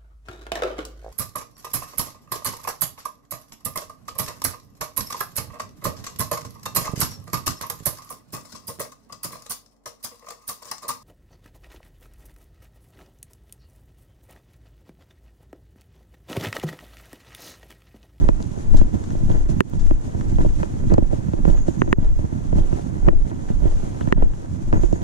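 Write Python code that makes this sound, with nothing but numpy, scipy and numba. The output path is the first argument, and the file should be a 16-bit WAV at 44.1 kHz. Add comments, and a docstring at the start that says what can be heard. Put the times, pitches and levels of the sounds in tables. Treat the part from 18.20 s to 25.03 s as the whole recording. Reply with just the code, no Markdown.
"""Hiker on a forest trail

A hiker walks down a dirt trail with a camera strapped to the chest; two microphones sit in its housing.
Shaped noise makes each step's sub-bass heave; stick-slip jerks make the harness rumble and chafe.
Struck resonances make the housing knocks and the lid's hard clacks, and loud peaks duck the limiter.
Grainy noise makes clothes swish and soles scuff; short bursts make grit and small rattles, over faint air.
A small bird calls thinly in gliding sine tones with a decaying noise echo from the trees."""
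import sys
import numpy as np
from scipy import signal
from scipy.fft import rfft, irfft, next_fast_len
from scipy.io import wavfile
from scipy.ndimage import uniform_filter1d, minimum_filter1d, map_coordinates
from numba import njit

SR = 44100
rng = np.random.default_rng(int(sys.argv[2]) if len(sys.argv) > 2 else 0)


def wav_out(sig):
    """Save sig, one row per channel (or a flat mono array), as 16-bit PCM at SR to the path in sys.argv[1]."""
    wavfile.write(sys.argv[1], SR, np.round(np.clip(np.atleast_2d(sig).T, -1, 1) * 32767).astype(np.int16))


N = 301363
SIZE = next_fast_len(N + SR // 2)  # zero padding leaves room for filter tails
HZ = np.fft.rfftfreq(SIZE, 1 / SR)

# The steps, with levels relative within each layer: heel_strike_s, weight_delay_s, heave_length_s,
# heave_db, landing_db, push_off_db, leg_swing_db, swish_db
STEPS = [(0.0, 0.071, 0.21, -12.5, -22.5, -26, -30, -56),
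         (0.528, 0.043, 0.16, -4.5, -24, -22.5, -27.5, -55.5),
         (1.085, 0.069, 0.38, -14, -22, -21.5, -27.5, -55.5),
         (1.64, 0.036, 0.2, -9, -31.5, -25, -26.5, -57.5),
         (2.189, 0.046, 0.33, -13.5, -24, -22.5, -26.5, -56.5),
         (2.699, 0.087, 0.3, -12.5, -20, -24.5, -29.5, -63.5),
         (3.265, 0.055, 0.25, -11.5, -23, -25, -23, -57.5), (3.786, 0.059, 0.28, -9, -24.5, -28, -31, -62),
         (4.353, 0.056, 0.25, -14, -24, -23, -28, -59.5), (4.857, 0.08, 0.19, -5, -20.5, -21, -34, -58.5),
         (5.418, 0.046, 0.32, -14, -26.5, -25, -24.5, -64), (5.967, 0.05, 0.17, -6.5, -23, -51, -34, -69),
         (6.526, 0.073, 0.27, -13.5, -22.5, -27, -17.5, -58.5)]
# Spectrum of brushing fabric and of sliding sand: frequency_hz, left_db, right_db
SWISH_COLOUR = [(990, -5, -4.5), (3240, -2.5, -1), (5050, -1.5, -5), (6630, 6.5, 1), (8860, -8, -5),
                (9600, -7.5, -3.5), (12460, -17.5, -17), (15400, -31, -33)]


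def amp(db):
    """Level law: decibels to amplitude gain."""
    return 10 ** (np.asarray(db) / 20)


def unit(x):
    """Normalisation of signal power: scale to rms 1."""
    return x / np.sqrt(np.mean(x ** 2) + 1e-20)


def colour(points, hz):
    """Spectral envelope: dB interpolated over log frequency, one row of gains per level column."""
    f, *cols = np.transpose(points)
    return amp([np.interp(np.log(hz + 1), np.log(f + 1), c) for c in cols])


def wobble(rate):
    """Slow random modulation: a spline through random knots, rate of them a second."""
    knots = rng.standard_normal(int(N * rate / SR) + 4)
    return map_coordinates(knots, [np.arange(N) * rate / SR])


def filtered(x, response):
    """Linear filtering: multiply the spectrum by a response on the HZ grid."""
    return irfft(rfft(x, SIZE) * response, SIZE)[..., :N]


def causal(gain):
    """Minimum phase, by folding the cepstrum: a response with this gain rings only after the blow."""
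    cepstrum = irfft(np.log(np.maximum(gain, 1e-6)))
    half = cepstrum.shape[-1] // 2
    cepstrum[..., 1:half] *= 2
    cepstrum[..., half + 1:] = 0
    return np.exp(rfft(cepstrum))


def add(track, s, sound):
    """Superposition: mix a sound into the track at time s."""
    start = max(round(s * SR), 0)
    part = track[..., start:start + sound.shape[-1]]
    part += sound[..., :part.shape[-1]]


def slips(rate, spread_db):
    """Stick-slip: sparse random jerks of either sign and uneven size, rate of them a second, rms 1."""
    happens = rng.random(N) < rate / SR
    size_db = spread_db * np.clip(rng.standard_normal(N), -2, 2)
    sign = rng.choice([-1, 1], N)
    return unit(happens * sign * amp(size_db))


def swell(s, length):
    """Smooth bell envelope centred on s; length (s) is the width between its 1/e points."""
    distance = np.abs(2 * (np.arange(N) / SR - s) / length)
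    return np.exp(-np.minimum(distance, 10) ** 2.3)


def envelope(s, attack, hold, release):
    """Build-up and decay: Gaussian rise up to s, hold, exponential fall; 1/e times in seconds."""
    t = np.arange(N) / SR - s
    rise = (np.minimum(t, 0) / attack) ** 2
    fall = np.maximum(t - hold, 0) / release
    return np.exp(-np.minimum(rise + fall, 30))


def heave(lag=0.0094, apart=0.73, rest_db=-34):
    """Quasi-static pressure: sub-bass swings follow the body's weight onto each foot."""
    # Spectrum of the swings: frequency_hz, left_db, right_db
    heave_points = [(6, -63, -27), (14.2, 13, -18.5), (20.4, -9.5, 6), (30.3, -23.5, 0.5), (47.8, -19, -2),
                    (75.6, -48, -30), (201, -91, -85)]
    right_lag = np.exp(-2j * np.pi * HZ * np.array([[0], [lag]]))
    push = rng.standard_normal(N) + apart * rng.standard_normal((2, N))
    swing = filtered(push, colour(heave_points, HZ) * right_lag)
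    # divide out the level over 0.1 s, so that the weight of the step sets the size
    power = uniform_filter1d(np.mean(swing ** 2, axis=0), SR // 10)
    size = np.sqrt(np.abs(power) + 1e-20)
    weight = sum(amp(db) * swell(s + delay, length) for s, delay, length, db, *_ in STEPS)
    return np.hypot(weight, amp(rest_db)) * swing / size


def stride():
    """Gait cycle: landing, push-off and leg swing add their powers to rumble, chafing and swish."""
    # The three phases: delay_after_heel_strike_s, attack_s, hold_s, release_s,
    # chafe_over_rumble_db, swish_db (added to the step's swish level)
    phases = [(0.017, 0.016, 0.02, 0.056, -2, 1.5), (0.214, 0.014, 0.013, 0.052, -7.5, 3),
              (0.373, 0.085, 0.16, 0.077, -8.5, -3)]
    power = np.zeros((3, N))
    for s, _, _, _, *efforts_db, swish_db in STEPS:
        for effort_db, phase in zip(efforts_db, phases):
            delay, attack, hold, release, chafe_db, brush_db = phase
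            levels_db = [[effort_db], [effort_db + chafe_db], [swish_db + brush_db]]
            power += (amp(levels_db) * envelope(s + delay, attack, hold, release)) ** 2
    return np.sqrt(power)


def housing(hz, lag=.00007):
    """Differential motion: a shake pushes one microphone in and pulls the other out, lag (s) later."""
    # The housing as each microphone feels it: frequency_hz, left_db, right_db
    shell_points = [(23.7, -25.5, -40.5), (68, 3, 4.5), (119, -14, -3), (312, -12, 1), (354.7, -4, -4.5),
                    (472, -10.5, -10.5), (747, -13.5, -14.5), (974, -8, -9), (1494, -17.5, -18),
                    (1715, -24.5, -23.5), (2480, -36.5, -37.5), (2404, -64.5, -32.5), (3500, -51, -50.5),
                    (7550, -34.5, -33), (13700, -57, -81.5)]
    opposed = np.array([[1], [-1]])
    delays = np.array([[0], [lag]])
    return causal(colour(shell_points, hz)) * opposed * np.exp(-2j * np.pi * hz * delays)


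def harness(pull, rub, rumble_db=2, chafe_db=-2.0, loose=0.078, apart=0.32,
            rumble_rest_db=-34, chafe_rest_db=-37):
    """Stick-slip friction: straps rumble against the chest and chafe the resonant housing in jerks."""
    # Spectrum of the rumble: frequency_hz, left_db, right_db
    rumble_points = [(25, -13, -16.5), (60.3, -11.5, 0.5), (94.2, -1.5, 1.5), (161, -12, -1.5),
                     (264, -12, -8), (339.3, -34, -15.5), (750, -76.5, -77)]
    # Force of the chafing: frequency_hz, force_db
    chafe_points = [(80, -36), (200, -1.5), (330, -0.5), (700, 1.5), (1200, -13), (2000, 1.5), (3200, -7.5),
                    (6000, -39), (12000, -51)]
    jolts = np.array([slips(rate=450, spread_db=-0.5), slips(rate=200, spread_db=3.0)])
    rumble = unit(filtered(jolts * amp(2.47 * wobble(26)), causal(colour(rumble_points, HZ))))
    # big jerks shake the whole shell; fine friction differs from side to side
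    jerks = slips(rate=800, spread_db=5.0) * amp(1.84 * wobble(45))
    friction = loose * rng.standard_normal(N) + apart * rng.standard_normal((2, N))
    chafe = unit(filtered(jerks + friction, housing(HZ) * causal(colour(chafe_points, HZ))))
    rumble_gain = amp(rumble_db) * np.hypot(pull, amp(rumble_rest_db))
    chafe_gain = amp(chafe_db) * np.hypot(rub, amp(chafe_rest_db))
    return rumble_gain * rumble + chafe_gain * chafe


def swish(brush, level_db=2.5, rest_db=-55.5, grain=0.54):
    """Friction noise: fabric and soles brush with a fine, grainy hiss that follows the stride."""
    grains = np.array([slips(rate=820, spread_db=4), slips(rate=3400, spread_db=-7.0)])
    hiss = unit(filtered(rng.standard_normal((2, N)) + grain * grains, colour(SWISH_COLOUR, HZ)))
    return np.hypot(amp(level_db) * brush, amp(rest_db)) * amp(1.38 * wobble(40)) * hiss


def crumbs(rub, level_db=-34.5, apart=0.58):
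    """Impulsive fracture: sparse soft ticks of soil, strongest while a foot is working."""
    # Soil crushed under the soles: frequency_hz, level_db
    crumb_points = [(400, -12), (900, -1), (1700, 1), (2300, -14), (3200, 7.5), (5000, -12), (12000, -41)]
    own_side = np.array([slips(rate=66, spread_db=15.0) for side in range(2)])
    ticks = slips(rate=48, spread_db=8.0) + apart * own_side
    return amp(level_db) * rub * unit(filtered(ticks, causal(colour(crumb_points, HZ))))


def forest_air(level_db=-57):
    """Stationary broadband noise: the faint, distant air of the forest, alike at both microphones."""
    # Spectrum of the air: frequency_hz, level_db
    air_points = [(300, 12.5), (1000, 17), (3500, -2.5), (5000, -27), (9000, -32), (15000, -54)]
    return amp(level_db) * unit(filtered(rng.standard_normal(N), colour(air_points, HZ)))


def ticks_and_crunches(level_db=-4, apart=0.074, uneven=0.31):
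    """Clustered impulses: grit underfoot and small rattles of the camera, as decaying uneven noise."""
    # Short ticks and crunches, levels before level_db: start_s, tick_db, crunch_db, t60_s (at least 0.003)
    bursts = [(0.087, -29, -31, 0.0082), (0.2253, -32.5, -52, 0.019), (0.546, -45, -52, 0.16),
              (0.568, -32.5, -39, 0.078), (0.58, -42, -37, 0.18), (0.612, -48, -41, .035),
              (0.837, -40, -35.5, 0.035), (0.905, -43, -31, 0.012), (1.594, -41, -43, 0.17),
              (1.665, -55, -28, 0.018), (2.011, -47, -33, 0.018), (2.289, -56, -28, .015),
              (2.433, -42, -29, 0.017), (2.7392, -26, -28, 0.0044), (2.782, -29, -45, 0.008),
              (3.253, -45, -37, 0.033), (3.372, -58, -30.5, .025), (3.48, -41.5, -35, 0.062),
              (3.8463, -40, -36, .02), (5.286, -56, -37.5, 0.12), (5.809, -49, -26.5, 0.033),
              (5.875, -52, -37, .018), (5.886, -41, -27, 0.016), (5.947, -59, -22, .012),
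              (5.965, -47, -34, .014), (6.136, -57, -31, 0.015), (6.259, -54, -42, .021),
              (6.727, -36, -30.5, 0.012)]
    ticks, crunches, t = np.zeros((2, N)), np.zeros((2, N)), np.arange(SR // 8) / SR
    for s, tick_db, crunch_db, t60 in bursts:
        # a burst is a cluster of tiny impulses, about 1 ms each, of uneven size
        sizes = np.repeat(rng.exponential(size=len(t)), SR // 1000)[:len(t)]
        noise = rng.standard_normal(len(t)) + apart * rng.standard_normal((2, len(t)))
        burst = unit(sizes ** uneven) * noise * amp(level_db - 60 * t / max(t60, .003))
        add(ticks, s, amp(tick_db) * burst)
        add(crunches, s, amp(crunch_db) * burst)
    # bright ticks: frequency_hz, left_db, right_db
    bright = causal(colour([(1180, -33, -55), (3380, 2.5, 7.0), (7440, 13.0, -3.0),
                            (9700, -12, -12), (15000, -41, -39)], HZ))
    # duller crunches: frequency_hz, level_db
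    dull = causal(colour([(250, -1), (900, 6.5), (1750, 9.0), (2300, -6.0),
                          (3100, -3), (5500, -43), (12000, -52)], HZ))
    return filtered(ticks, bright) + filtered(crunches, dull)


def bending(hz, q=0.96):
    """Dispersion, as all-pass filters: bending waves arrive treble first and build up over a cycle or two."""
    # The shell is slow to flex around these pitches: centre_hz
    flex_hz = [423, 845]
    poles = np.array([1 - (hz / centre) ** 2 + 1j * hz / (centre * q) for centre in flex_hz])
    return np.prod(poles.conj() / poles, axis=0)


def ringing(modes, t, detune, rise_cycles, scatter_db):
    """Modal vibration: damped sines build up in opposite phase at the two microphones, varied per blow."""
    tuning = 1 + detune * (2 * rng.random() - 1)
    rings = []
    for hz, t60, left, right in modes:
        balance_db = np.array([[left], [right]]) + scatter_db * rng.standard_normal()
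        rise = 1 - np.exp(-hz * t / rise_cycles)
        rings.append(amp(balance_db - 60 * t / t60) * rise * np.sin(2 * np.pi * hz * tuning * t))
    return np.array(rings) * np.array([[1], [-1]])


def knocks(level_db=-1, rebound_s=0.002476, detune=0.036):
    """Impulse response: each jolt thumps the housing and rings the mount, in opposite phase left and right."""
    # Soft knocks of the camera in its mount, levels before level_db: start_s, peak_db,
    # extra_thump_db, extra_treble_db, mount_ring_db
    jolts = [(0.0888, 5, -2, -7.5, -5.5), (0.203, -13, 2, -9, -11), (0.374, -14, 5, -26, -13),
             (0.5431, -5.5, 5.5, -14, -2.5), (0.6142, -6, 8, -7, 4.5), (0.745, -14, 13.5, -22, 1),
             (0.951, -9.5, 1, -21, -2), (1.1008, -5, 2.5, -12, -2), (1.289, -22, 5, -2, 8),
             (1.534, -9.5, 4.5, -11, -22), (1.71, -1.5, -0.5, -8.5, -3), (1.947, -12.5, 9.5, -16, -12),
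             (2.01, -17, 5, -3, -7), (2.185, -5.5, 2, -9.5, 1), (2.204, -11, -5, -14, -9),
             (2.248, -9, 8, -18, 7), (2.261, -5.5, 4, -15, -8), (2.431, -9.5, -4, 1.5, 7),
             (2.72, 1.5, 5, -21, -6.5), (2.731, -6.5, 10, -26, 2), (2.741, -3.5, 14, -7, -5),
             (2.7805, 12, -3, -21.5, -4), (2.8229, -2, 7, -27, -9), (2.93, -6.5, 7, -24, 7),
             (3.084, -20, 21.5, -6, 4), (3.1345, -9, 9, -9.5, 2.5), (3.252, 0, -0.5, -9, -13),
             (3.277, -2.5, 9, -21, -13), (3.297, -7.5, -3, -22, -1), (3.4823, -4, 6.5, -22, 3.5),
             (3.677, -11.5, -2, -7, 8), (3.782, -3.5, 17, -19, -3), (3.99, -10.5, 9.5, -14, -8),
             (4.041, -12.5, 15, -23, -16), (4.124, -17, 18, -19, -23), (4.328, -6.5, 7, -12, -1),
             (4.385, -12, -16, -9, 9.5), (4.527, -14, 16.5, -1, 5.5), (4.878, -1, 8.5, -16, 1),
             (4.8853, 14, -10.5, -13, -2), (4.9296, -4, -6, -39, 0.5), (5.301, -11, 13, -18, -2),
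             (5.422, -14.5, -1, -15, -1), (5.4534, -2, 4, -34, -10), (5.468, -9.5, 3, -20, -10),
             (5.811, -12, 10.5, -5, -3), (5.874, -8.5, 10.5, -7, -8), (5.9767, -6, 8, -12, 1),
             (6.0236, 6.5, -4, -15.5, -9), (6.528, -1, 4.5, -4, 0), (6.536, -5.5, 2.5, -11, -10),
             (6.635, -8.5, 3, -6.5, 6), (6.727, -2.5, 5.5, -24, 1.5)]
    # The mount rings on, nominal tuning and balance: frequency_hz, t60_s, left_db, right_db
    mount_modes = [(167, 0.023, -8, -15), (334.6, 0.05, -9, -2), (477, 0.046, -15, -13),
                   (610, 0.036, -11, -20)]
    out, hz, t = np.zeros((2, N)), np.fft.rfftfreq(4096, 1 / SR), np.arange(4096) / SR
    shell = housing(hz)
    shell = bending(hz) * shell / np.abs(irfft(shell)).max()
    for s, db, thump_db, treble_db, ring_db in jolts:
        force = causal(colour([(170, thump_db), (400, 0.13), (700, 0.22), (1300, treble_db),
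                               (3000, treble_db + 12.0), (6000, treble_db - 8.0),
                               (13000, treble_db - 33)], hz))
        # the camera rebounds once, inverted, softer and duller
        delay = rebound_s * rng.uniform(0.76, 1.48)
        bounce = 1 - .5 * np.exp(-2j * np.pi * hz * delay) / (1 + 1j * hz / 700)
        mount = ringing(mount_modes, t, detune, rise_cycles=1.0, scatter_db=3.0).sum(axis=0)
        add(out, s, amp(db + level_db) * (irfft(shell * force * bounce) + amp(ring_db) * mount))
    return out


def scuffs(apart=0.32):
    """Granular friction: a sliding sole crushes a dense stream of grains; sand hisses, soil scrapes."""
    # Soles over loose dirt: centre_s, length_s, sand_hiss_db, soil_scrape_db
    slides = [(0.58, .05, -48, -42), (1.145, 0.14, -55.5, -58), (2.257, 0.38, -57, -46.5),
              (2.728, 0.022, -57, -38), (2.95, 0.084, -52, -38), (3.292, 0.098, -51.5, -48),
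              (3.378, 0.062, -59, -38), (3.854, 0.086, -57, -39), (4.38, .07, -52.5, -49),
              (4.555, 0.2, -54.5, -41), (5.08, 0.28, -67, -43.5), (5.307, 0.072, -57, -38),
              (5.5, 0.13, -53.5, -39), (5.636, 0.16, -54.5, -39.5), (5.822, 0.22, -54, -48),
              (6.642, 0.079, -51.5, -43)]
    # Soil scraping under a sole: frequency_hz, level_db
    scrape_points = [(150, -12), (400, 14), (700, 6.5), (1200, -5.5), (1900, -13), (3200, -21), (6000, -29),
                     (12000, -51)]
    sand = sum(amp(db) * swell(s, length) for s, length, db, _ in slides)
    soil = sum(amp(db) * swell(s, length) for s, length, _, db in slides)
    fine = np.array([slips(rate=2500, spread_db=1) for side in range(2)])
    own_side = np.array([slips(rate=570, spread_db=9.5) for side in range(2)])
    coarse = slips(rate=700, spread_db=0.5) * np.array([[1], [-1]]) + apart * own_side
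    right_lag = np.exp(-2j * np.pi * HZ * np.array([[0], [.00015]]))
    hiss = unit(filtered(fine, colour(SWISH_COLOUR, HZ)))
    scrape = unit(filtered(coarse, right_lag * causal(colour(scrape_points, HZ))))
    return sand * hiss + soil * scrape


def clacks(lag=0.00012, buzz_t60=0.012):
    """Stiff impact: the lid strikes its latch, rings briefly (left lag s later) and buzzes."""
    # The lid against its latch: start_s, strength_db, contact_sharpness_hz, buzz_db (before strength)
    strikes = [(1.4056, 15, 15000, -17), (3.6181, 0.5, 1500, -39), (3.7277, 17, 6500, -22.5),
               (4.8852, 2, 1800, -31), (4.8868, -1, 1600, -12), (5.9245, 8, 8000, -25)]
    # The lid's resonances, nominal tuning and balance: frequency_hz, t60_s, left_db, right_db
    lid_modes = [(207, 0.015, -7, 11), (376, 0.034, -11.5, -0.5), (530, 0.018, -7.5, -3),
                 (1015, 0.008, 2, -3.5), (1427, 0.0057, 0.5, -4.5), (1840, 0.011, -4, -7),
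                 (2712, 0.0048, -13.5, -9), (4134, 0.011, -34, -51), (6280, 0.0012, -15, -14)]
    # The lid buzzing against its latch: frequency_hz, level_db
    buzz_points = [(300, -10), (1500, 2), (2200, 6), (2750, 16.5), (3300, 5), (4000, -6.5), (7000, -5.5),
                   (15000, -12)]
    out, hz, t = np.zeros((2, N)), np.fft.rfftfreq(4096, 1 / SR), np.arange(4096) / SR
    arrival = np.maximum(t - np.array([[lag], [0]]), 0)
    for s, db, sharp_hz, buzz_db in strikes:
        modes = ringing(lid_modes, arrival, detune=.02, rise_cycles=.4, scatter_db=.6)
        ring = modes[::2].sum(axis=0) - modes[1::2].sum(axis=0)  # neighbouring modes swing opposite ways
        noise = rng.standard_normal((2, len(t)))
        buzz = unit(irfft(rfft(noise) * colour(buzz_points, hz)))
        buzz = buzz * amp(buzz_db - 60 * t / buzz_t60)
        # a softer contact rolls off the treble
        add(out, s, amp(db) * irfft(rfft(ring + buzz) / (1 + 1j * hz / sharp_hz)))
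    return out


def bird(level_db=-2, wet_db=2, t60=0.98, right_db=-14, arch_hz=130):
    """Frequency modulation and scattering: thin, quavering arched whistles echo from the trunks."""
    # Bird notes, levels before level_db: start_s, length_s, middle_hz, slide_start_to_end_hz, level_db
    notes = [(3.31, 0.028, 6930, -50, -47), (3.352, 0.057, 6670, -300, -46.5),
             (3.408, 0.019, 6730, 69, -45), (3.492, 0.037, 6700, -550, -48),
             (3.587, 0.035, 6350, 706, -41.5), (3.705, 0.029, 6800, 600, -46),
             (6.56, 0.054, 6600, -680, -45), (6.615, 0.062, 6950, -40, -48),
             (6.744, 0.024, 6620, -150, -45)]
    song = np.zeros(N)
    for s, length, middle_hz, slide_hz, db in notes:
        u = np.linspace(0, 1, max(int(length * SR), 8))
        pitch = middle_hz + slide_hz * (u - .5) - arch_hz * (2 * u - 1) ** 2
        pitch = pitch * (1 + .015 * wobble(160)[:len(u)])  # quaver
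        whistle = np.sqrt(np.abs(np.sin(np.pi * u))) * np.sin(2 * np.pi * np.cumsum(pitch) / SR)
        add(song, s, amp(db + level_db) * whistle)
    t = np.arange(SR // 2) / SR
    trunks = rng.standard_normal((2, len(t))) * amp(-60 * t / t60)
    echo = signal.fftconvolve(song[None], trunks / np.linalg.norm(trunks[0]), axes=1)[:, :N]
    return (song + amp(wet_db) * echo) * amp([[0], [right_db]])


def scene():
    """Superposition of all sources at the two microphones."""
    pull, rub, brush = stride()
    body = heave() + harness(pull, rub) + swish(brush)
    ground = crumbs(rub) + scuffs()
    camera = knocks() + clacks()
    return body + ground + ticks_and_crunches() + camera + forest_air() + bird()


@njit
def recover(needed, step):
    """Exponential relaxation: gain drops at once to what is needed and creeps back to 1."""
    gain, g = np.empty_like(needed), 1.0
    for i in range(len(needed)):
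        g = min(needed[i], g + (1 - g) * step)
        gain[i] = g
    return gain


def record(dry, ceiling=1.013, release_s=0.14, top_hz=15800):
    """Limiting: the camera ducks loud peaks and rounds off the rest; nothing sounds above top_hz."""
    needed = np.minimum(1, ceiling / (np.abs(dry).max(axis=0) + 1e-9))
    # hold the lowest gain from about 1 ms before a peak to 8 ms after it
    held = minimum_filter1d(needed, size=400, origin=150)
    gain = uniform_filter1d(recover(held, 1 / (release_s * SR)), size=60)
    limited = dry * gain
    rounded = limited / (1 + limited ** 6) ** (1 / 6)
    return filtered(rounded, HZ < top_hz)


dry = scene()
out = record(dry)
wav_out(out)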